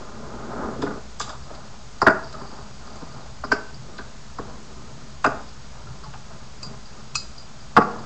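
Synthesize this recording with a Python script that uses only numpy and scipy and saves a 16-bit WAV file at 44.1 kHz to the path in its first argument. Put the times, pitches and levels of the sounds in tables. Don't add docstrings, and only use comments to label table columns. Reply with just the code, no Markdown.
import sys
import numpy as np
from scipy import signal
from scipy.fft import rfft, irfft
from scipy.io import wavfile
from scipy.ndimage import uniform_filter1d

SR = 44100
rng = np.random.default_rng(int(sys.argv[2]) if len(sys.argv) > 2 else 0)


def field_ratio(decibels):
    return 10 ** (np.asarray(decibels, dtype=float) / 20)


def log_audio(samples):
    frames = np.atleast_2d(samples).T
    limited = np.clip(frames, -1, 1)
    pcm = np.round(limited * 32767).astype(np.int16)
    wavfile.write(sys.argv[1], SR, pcm)


N = 355005

# pitch_hz, width_hz (wider dies faster), level_db
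DESK_MODES = [(306, 39, 9), (405.5, 10, 10.5), (496, 18, 4.5), (656, 46, 5), (764, 140, -6), (852, 180, 3),
              (1020, 60, 3), (1210, 48, 6), (1369, 30, 0.5), (1600, 27, -14), (1620, 27, -34),
              (1810, 80, -27.5), (1890, 90, -32.5)]


def evened(x):
    return x / np.sqrt(np.mean(x ** 2) + 1e-20)


def peaked(x, db):
    return field_ratio(db) * x / np.sqrt(uniform_filter1d(x ** 2, size=130).max())


def add(mix, start_s, sound):
    part = mix[round(start_s * SR):][:len(sound)]
    part += sound[:len(part)]


def resonate(x, hz, width_hz):
    pole = np.exp((2j * np.pi * hz - np.pi * width_hz) / SR)
    return 2 * signal.lfilter([1 - abs(pole)], [1, -pole], x).real


def resonate_twice(x, hz, width_hz):
    return resonate(resonate(x, hz, width_hz), hz, width_hz)


def band(x, lo_hz, hi_hz):
    return signal.sosfilt(signal.butter(3, [lo_hz, hi_hz], "band", fs=SR, output="sos"), x)


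def coloured(points):
    hz, db = np.transpose(points)
    shape_db = np.interp(np.log(np.fft.rfftfreq(N, 1 / SR) + 1), np.log(hz + 1), db)
    return evened(irfft(rfft(rng.standard_normal(N)) * field_ratio(shape_db), N))


def background():
    # pitch_hz, level_db (per Hz)
    hiss_colour = [(150, 5), (300, -5.5), (600, 3.5), (1400, 4), (1900, -0.5), (3000, -2), (4000, -0.5),
                   (4900, 1.5), (5600, -1.5), (7050, 0), (7300, -7.5), (8300, -7.5)]
    # pitch_hz, level_db (per Hz)
    drone_colour = [(10, -3), (25, -1), (40, -4), (70, -0.5), (95, -18.5), (150, -7), (250, -27.5),
                    (400, -35)]
    # pitch_hz, width_hz, level_db
    fan_tones = [(54.9, 5.1, -49.5), (125, 5.4, -51.5), (205, 14, -54.5)]
    hum = np.zeros(N)
    for hz, width_hz, db in fan_tones:
        hum += field_ratio(db) * evened(resonate(rng.standard_normal(N), hz, width_hz))
    return field_ratio(-48) * coloured(hiss_colour) + field_ratio(-47.5) * coloured(drone_colour) + hum


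def jingle():
    # time_s, level_db
    jingle_course = [
        (2.1, -76),
        (2.25, -53),
        (2.35, -54),
        (2.5, -52.5),
        (2.75, -63),
        (2.95, -53),
        (3.1, -57),
        (3.35, -62),
        (3.5, -85),
    ]
    time_s, db = np.transpose(jingle_course)
    contacts = rng.standard_normal(N) * (rng.random(N) < 600 / SR)
    ring = evened(resonate_twice(contacts, 4700, 700))
    return ring * field_ratio(np.interp(np.arange(N) / SR, time_s, db))


def strokes(rows, rest_db):
    gain = np.full(N, field_ratio(rest_db))
    for start_s, length_s, db in rows:
        progress = np.arange(0, 1, 1 / (length_s * SR))
        add(gain, start_s, field_ratio(db) * np.sin(np.pi * progress ** 0.58) ** 2)
    return gain


def shudder():
    # start_s, length_s, level_db
    nudges = [(.2, 0.21, -37), (.5, .14, -35), (.7, .28, -31.5), (1.2, .1, -40), (1.42, .13, -35.5),
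              (2.02, .11, -36), (2.3, 0.21, -39.5), (2.58, 0.19, -42), (2.9, 0.3, -38), (3.13, 0.13, -31.5),
              (3.27, 0.4, -41), (3.68, 0.35, -36.5), (4.38, 0.33, -40.5), (4.8, 0.43, -43),
              (5.23, 0.15, -27.5), (5.82, 0.24, -32), (6.02, 0.23, -32), (6.31, .07, -42), (6.62, .2, -33),
              (7.11, .15, -39), (7.75, .12, -20.5), (7.95, 0.13, -34.5)]
    sway = evened(resonate_twice(rng.standard_normal(N), 131.0, 42))
    return sway * field_ratio(-9.0) * strokes(nudges, -50)


def rolling():
    # time_s, level_db
    roll_pressure = [
        (0.0, -45),
        (0.08, -51),
        (0.25, -46),
        (0.45, -42),
        (0.65, -34),
        (0.72, -37.5),
        (0.77, -47),
        (0.95, -41),
        (1.06, -65),
    ]
    # start_s, length_s, rasp_db, rumble_db (relative to the rasp)
    slides = [(.74, .2, -53, 14), (1.236, 0.19, -42.5, -7), (1.449, 0.33, -48, -7),
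              (2.053, 0.48, -49.5, -15), (2.3, 0.35, -46, -2), (2.507, 0.28, -49, -6.5),
              (2.788, 0.48, -49, -5), (3.114, 0.27, -50.5, -3.5), (3.473, 0.19, -50.5, 10),
              (3.8, 0.4, -61, 9.5), (4.36, 0.34, -50, 2), (4.616, 0.6, -61.5, 8.5),
              (5.255, 0.23, -36.5, -7), (5.696, 0.42, -57.5, -4), (6.281, 0.15, -53.5, -6),
              (6.605, 0.26, -52.5, -1), (6.898, 0.19, -58, -2), (7.746, 0.13, -47, -4),
              (7.86, 0.29, -40.5, -1)]
    # pitch_hz, level_db
    rumble_colour = [(120, -9.5), (180, -2.5), (220, 9), (300, -2.5), (405, 2.5), (500, -2.5), (650, -7),
                     (1000, -70)]
    time_s, pressure_db = np.transpose(roll_pressure)
    roll = field_ratio(np.interp(np.arange(N) / SR, time_s, pressure_db, right=-120))
    rasp_rows = [row[:3] for row in slides]
    rumble_rows = [(s, length_s, db + rumble_db) for s, length_s, db, rumble_db in slides]
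    rasp_gain = roll + strokes(rasp_rows, -54.5)
    rumble_gain = roll * field_ratio(2.5) + strokes(rumble_rows, -55)

    rumble_lumps, rasp_lumps = [evened(band(rng.standard_normal(N), 8.8, 45)) for _ in range(2)]
    grain_size = field_ratio(2.0 * np.minimum(rng.exponential(1, N), 2.5))
    grit = rng.standard_normal(N) * grain_size * (rng.random(N) < 4000 / SR)
    wood = np.zeros(N)
    for hz, width_hz, db in DESK_MODES[3:]:
        wood += field_ratio(db) * resonate(grit, hz, 1.35 * width_hz)
    rasp = evened(band(wood, 495, 1634)) * field_ratio(0.66 * rasp_lumps) * rasp_gain
    rumble = coloured(rumble_colour) * field_ratio(1.8 * rumble_lumps) * rumble_gain
    return rumble + rasp


def ping(start_s, db, other_db):
    # pitch_hz, level_db, fade_s (time to fall by 60 dB)
    frame_modes = [(1200, 5, .025), (2560, 4, .05), (3930, -17, .25), (4253, -5, .3), (4753, -2.5, .19),
                   (4795, -10, .36), (4853, -12, .25), (4904, -11, .24), (5023, -7, .26), (5710, 1, .035),
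                   (6090, -2, .05), (6920, -6, .07), (7600, -10, .09)]
    t = np.arange(SR // 2) / SR
    ring = np.zeros(len(t))
    for i, (hz, mode_db, fade_s) in enumerate(frame_modes):
        start_db = mode_db + other_db * (i != 4)
        ring += field_ratio(start_db - 60 * t / fade_s) * np.sin(2 * np.pi * (hz * t + rng.random()))
    return start_s, peaked(ring * np.minimum(t / 0.001, 1), db)


def frame_pings():
    # start_s, peak_db, other_db (the other tones relative to the main one)
    flicks = [
        (6.63, -32.5, -16),
        (7.154, -19.5, 0),
    ]
    frame = np.zeros(N)
    for row in flicks:
        add(frame, *ping(*row))
    return frame


def tick(start_s, db, bright_db, middle_db, middle_hz, fade_s):
    t = np.arange(SR // 2) / SR
    noise = rng.standard_normal(len(t)) * np.minimum(t / 0.0032, 1)
    snap = noise * field_ratio(-60 * t / 0.051)
    tail = noise * field_ratio(-60 * t / max(fade_s, .01))
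    rattle = resonate_twice(snap + .3 * tail, 4850, 600)
    wide = snap + 0.28 * tail
    bright = band(wide, 6130, 7620)
    middle = band(0.2 * wide + resonate(wide, middle_hz, 370), 1800, 4400)
    sound = peaked(rattle, db) + peaked(bright, db + bright_db) + peaked(middle, db + middle_db)
    return start_s - .002, sound


def metal_ticks():
    # start_s, peak_db, bright_db, middle_db (both relative to the peak)
    key_rattles = [
        (0.82, -38, -7, 0.5),
        (1.1977, -34, 3, -4.5),
        (1.2125, -31.5, -3, -3.5),
        (1.293, -39, -7, -1.5),
    ]
    frame_snaps = [
        (2.017, -25, -15, -26),
        (2.0706, -32.5, -14, -2),
        (2.102, -39, -9, -15),
        (3.5191, -24.5, -12, -9.5),
        (5.2446, -35.5, 0, 7.5),
        (5.2608, -31.5, -9.5, -13),
        (6.1374, -51, -6, 3),
        (7.1553, -34, 7, -4),
        (7.7662, -30, -12, 0.5),
        (7.8166, -46, -16, -9.5),
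    ]
    small_parts = [(1.5474, -46, -7, -3), (1.984, -57, 1, 3), (2.3266, -43.5, -7, -1), (2.87, -49, -7, -10),
                   (2.9592, -52, 0, -2), (3.4425, -40, -26, -20), (3.9812, -44, -20, 3.5),
                   (4.3855, -46.5, -9, -10), (6.0394, -46, -26, -3), (6.631, -41, 0, -9),
                   (6.6644, -47, -4, -8)]
    ticks = np.zeros(N)
    for rows, middle_hz, fade_s in [(key_rattles, 3610, 0.32), (frame_snaps, 2540, .12), (small_parts, 4080, 0.13)]:
        for row in rows:
            add(ticks, *tick(*row, middle_hz, fade_s))
    return ticks


def knock(start_s, db, hz, thump_db, chatter_s, focus_db):
    t = np.arange(SR // 5) / SR
    press = np.minimum(t / 0.0018, 1) * np.exp(-(t / max(chatter_s, .002)) ** 4)
    contact = rng.standard_normal(len(t)) * press
    wood = peaked(resonate(contact, hz, 69), focus_db)
    for mode_hz, width_hz, mode_db in DESK_MODES[2:]:
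        octaves_away = abs(np.log2(mode_hz / hz))
        wood += peaked(resonate(contact, mode_hz, width_hz + 40), mode_db - 4 * octaves_away)
    late = np.roll(contact, round(.006 * SR))
    thump = np.zeros(len(t))
    for mode_hz, width_hz, mode_db in [(156.7, 23, -17.0), (239.0, 14, 3.0)] + DESK_MODES[:3]:
        thump += peaked(resonate(late, mode_hz, width_hz + 30), mode_db)
    sound = peaked(band(wood, 572, 1670), db) + peaked(band(thump, 66, 390), db + thump_db)
    return start_s - .003, sound


def wheel_knocks():
    # start_s, peak_db, ring_hz, thump_db (relative to peak), focus_db (how far the ring stands out)
    landings = [(0.825, -26, 820, 6.5, -5), (0.867, -28.5, 1380, 1, -6), (0.907, -34, 1130, 6, 1),
                (1.2035, -23, 1134, -12, 8), (1.296, -30.5, 1100, -19, 1), (2.018, -11.5, 1020, -8, -1),
                (2.067, -5.5, 1457, -5.5, 9), (2.077, -8, 1357, -6.5, 3), (2.098, -15, 1400, -10, 3),
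                (3.4385, -23, 1210, -7, -9), (3.518, -11.5, 1540, -7, 17), (3.988, -32, 1530, -2.5, 13),
                (4.387, -26, 1100, -1, 5), (5.245, -10.5, 1130, -14.5, -4), (5.263, -14, 1310, -4.5, 1),
                (7.7675, -4, 1124, -10.5, 12), (7.779, -7.5, 740, -1, 14), (7.814, -20, 1160, -12, 1)]
    # start_s, peak_db, ring_hz, thump_db (relative to peak)
    taps = [(0.152, -42, 622, 2), (0.514, -37, 910, -18), (0.782, -51, 940, 21), (1.505, -35, 605, -4),
            (1.739, -43, 836, -13), (2.342, -33, 1250, -15), (2.414, -34.5, 1020, 1), (2.523, -43, 861, -1),
            (3.02, -38.5, 920, 6), (3.165, -43, 840, -9), (4.009, -36, 1520, -3), (5.869, -43, 1210, -3),
            (6.038, -38.5, 1090, -20), (6.058, -39.5, 860, -13), (6.139, -37.5, 760, -21),
            (6.157, -40.5, 821, -14), (6.305, -45, 660, -9), (6.636, -43.5, 1050, -14),
            (7.156, -35, 1330, -20)]
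    knocks = np.zeros(N)
    for *hit, focus_db in landings:
        add(knocks, *knock(*hit, .016 - .0002 * focus_db, focus_db))
    for row in taps:
        add(knocks, *knock(*row, chatter_s=0.013, focus_db=17))
    return knocks


def room(x):
    # pitch_hz, fade_s (time to fall by 60 dB)
    room_fade = [(150, 0.38), (500, 0.52), (1300, 0.39), (2500, 0.36), (5000, 0.36), (8000, 0.43)]
    reflections = np.zeros(SR)
    at = np.arange(400, SR - 20, 20)
    reflections[at + rng.integers(0, 20, len(at))] = rng.choice([-1., 1.], len(at))
    hz, t, z = signal.stft(reflections, SR, nperseg=256)
    fade_hz, fade_s = np.transpose(room_fade)
    dying = field_ratio(-60 * t / np.interp(hz, fade_hz, fade_s)[:, None])
    tail = signal.istft(z * dying, SR, nperseg=256)[1]
    return signal.fftconvolve(x, tail / np.linalg.norm(tail))[:N]


def add_loudspeaker(heard):
    # delay_s, pitch_hz, width_hz, level_db
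    speaker_trip = (.2245, 4800, 800, -15)
    delay_s, hz, width_hz, db = speaker_trip
    once = field_ratio(db) * resonate_twice(heard, hz, width_hz)
    add(heard, delay_s, once)
    add(heard, 2 * delay_s, field_ratio(db + 4.5) * resonate(once, hz, width_hz))


def smear(x):
    # low_hz, high_hz
    wash_bands = [(2300, 4000), (4000, 5500), (5500, 8000)]
    size = round(.012 * SR)
    wash = np.zeros(N)
    for lo_hz, hi_hz in wash_bands:
        power = uniform_filter1d(band(x, lo_hz, hi_hz) ** 2, size=size)
        ahead = np.roll(power, -size // 3)
        wash += np.sqrt(abs(ahead)) * evened(band(rng.standard_normal(N), lo_hz, hi_hz))
    return field_ratio(-15) * wash


def scene():
    bike = wheel_knocks() + metal_ticks()
    frame = frame_pings()
    heard = bike + frame + field_ratio(-9) * room(bike + field_ratio(-7) * frame)
    add_loudspeaker(heard)
    return (heard + rolling() + shudder() + background() + jingle())[None]


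def roll_off(x):
    return signal.sosfilt(signal.butter(12, 11500, fs=SR, output="sos"), x)


def record(dry):
    ceiling, offset = .705, -.015
    dull = signal.firwin(511, 8200, window=("kaiser", 9), fs=SR)[None]
    narrow = signal.oaconvolve(dry + smear(dry[0]), dull, "same")
    clipped = np.clip(narrow, -ceiling, ceiling) + offset
    gentle = signal.firwin(41, 10000, window=("kaiser", 9), fs=SR)[None]
    mix = signal.oaconvolve(clipped, gentle, "same")
    return roll_off(mix)


dry = scene()
out = record(dry)
log_audio(out)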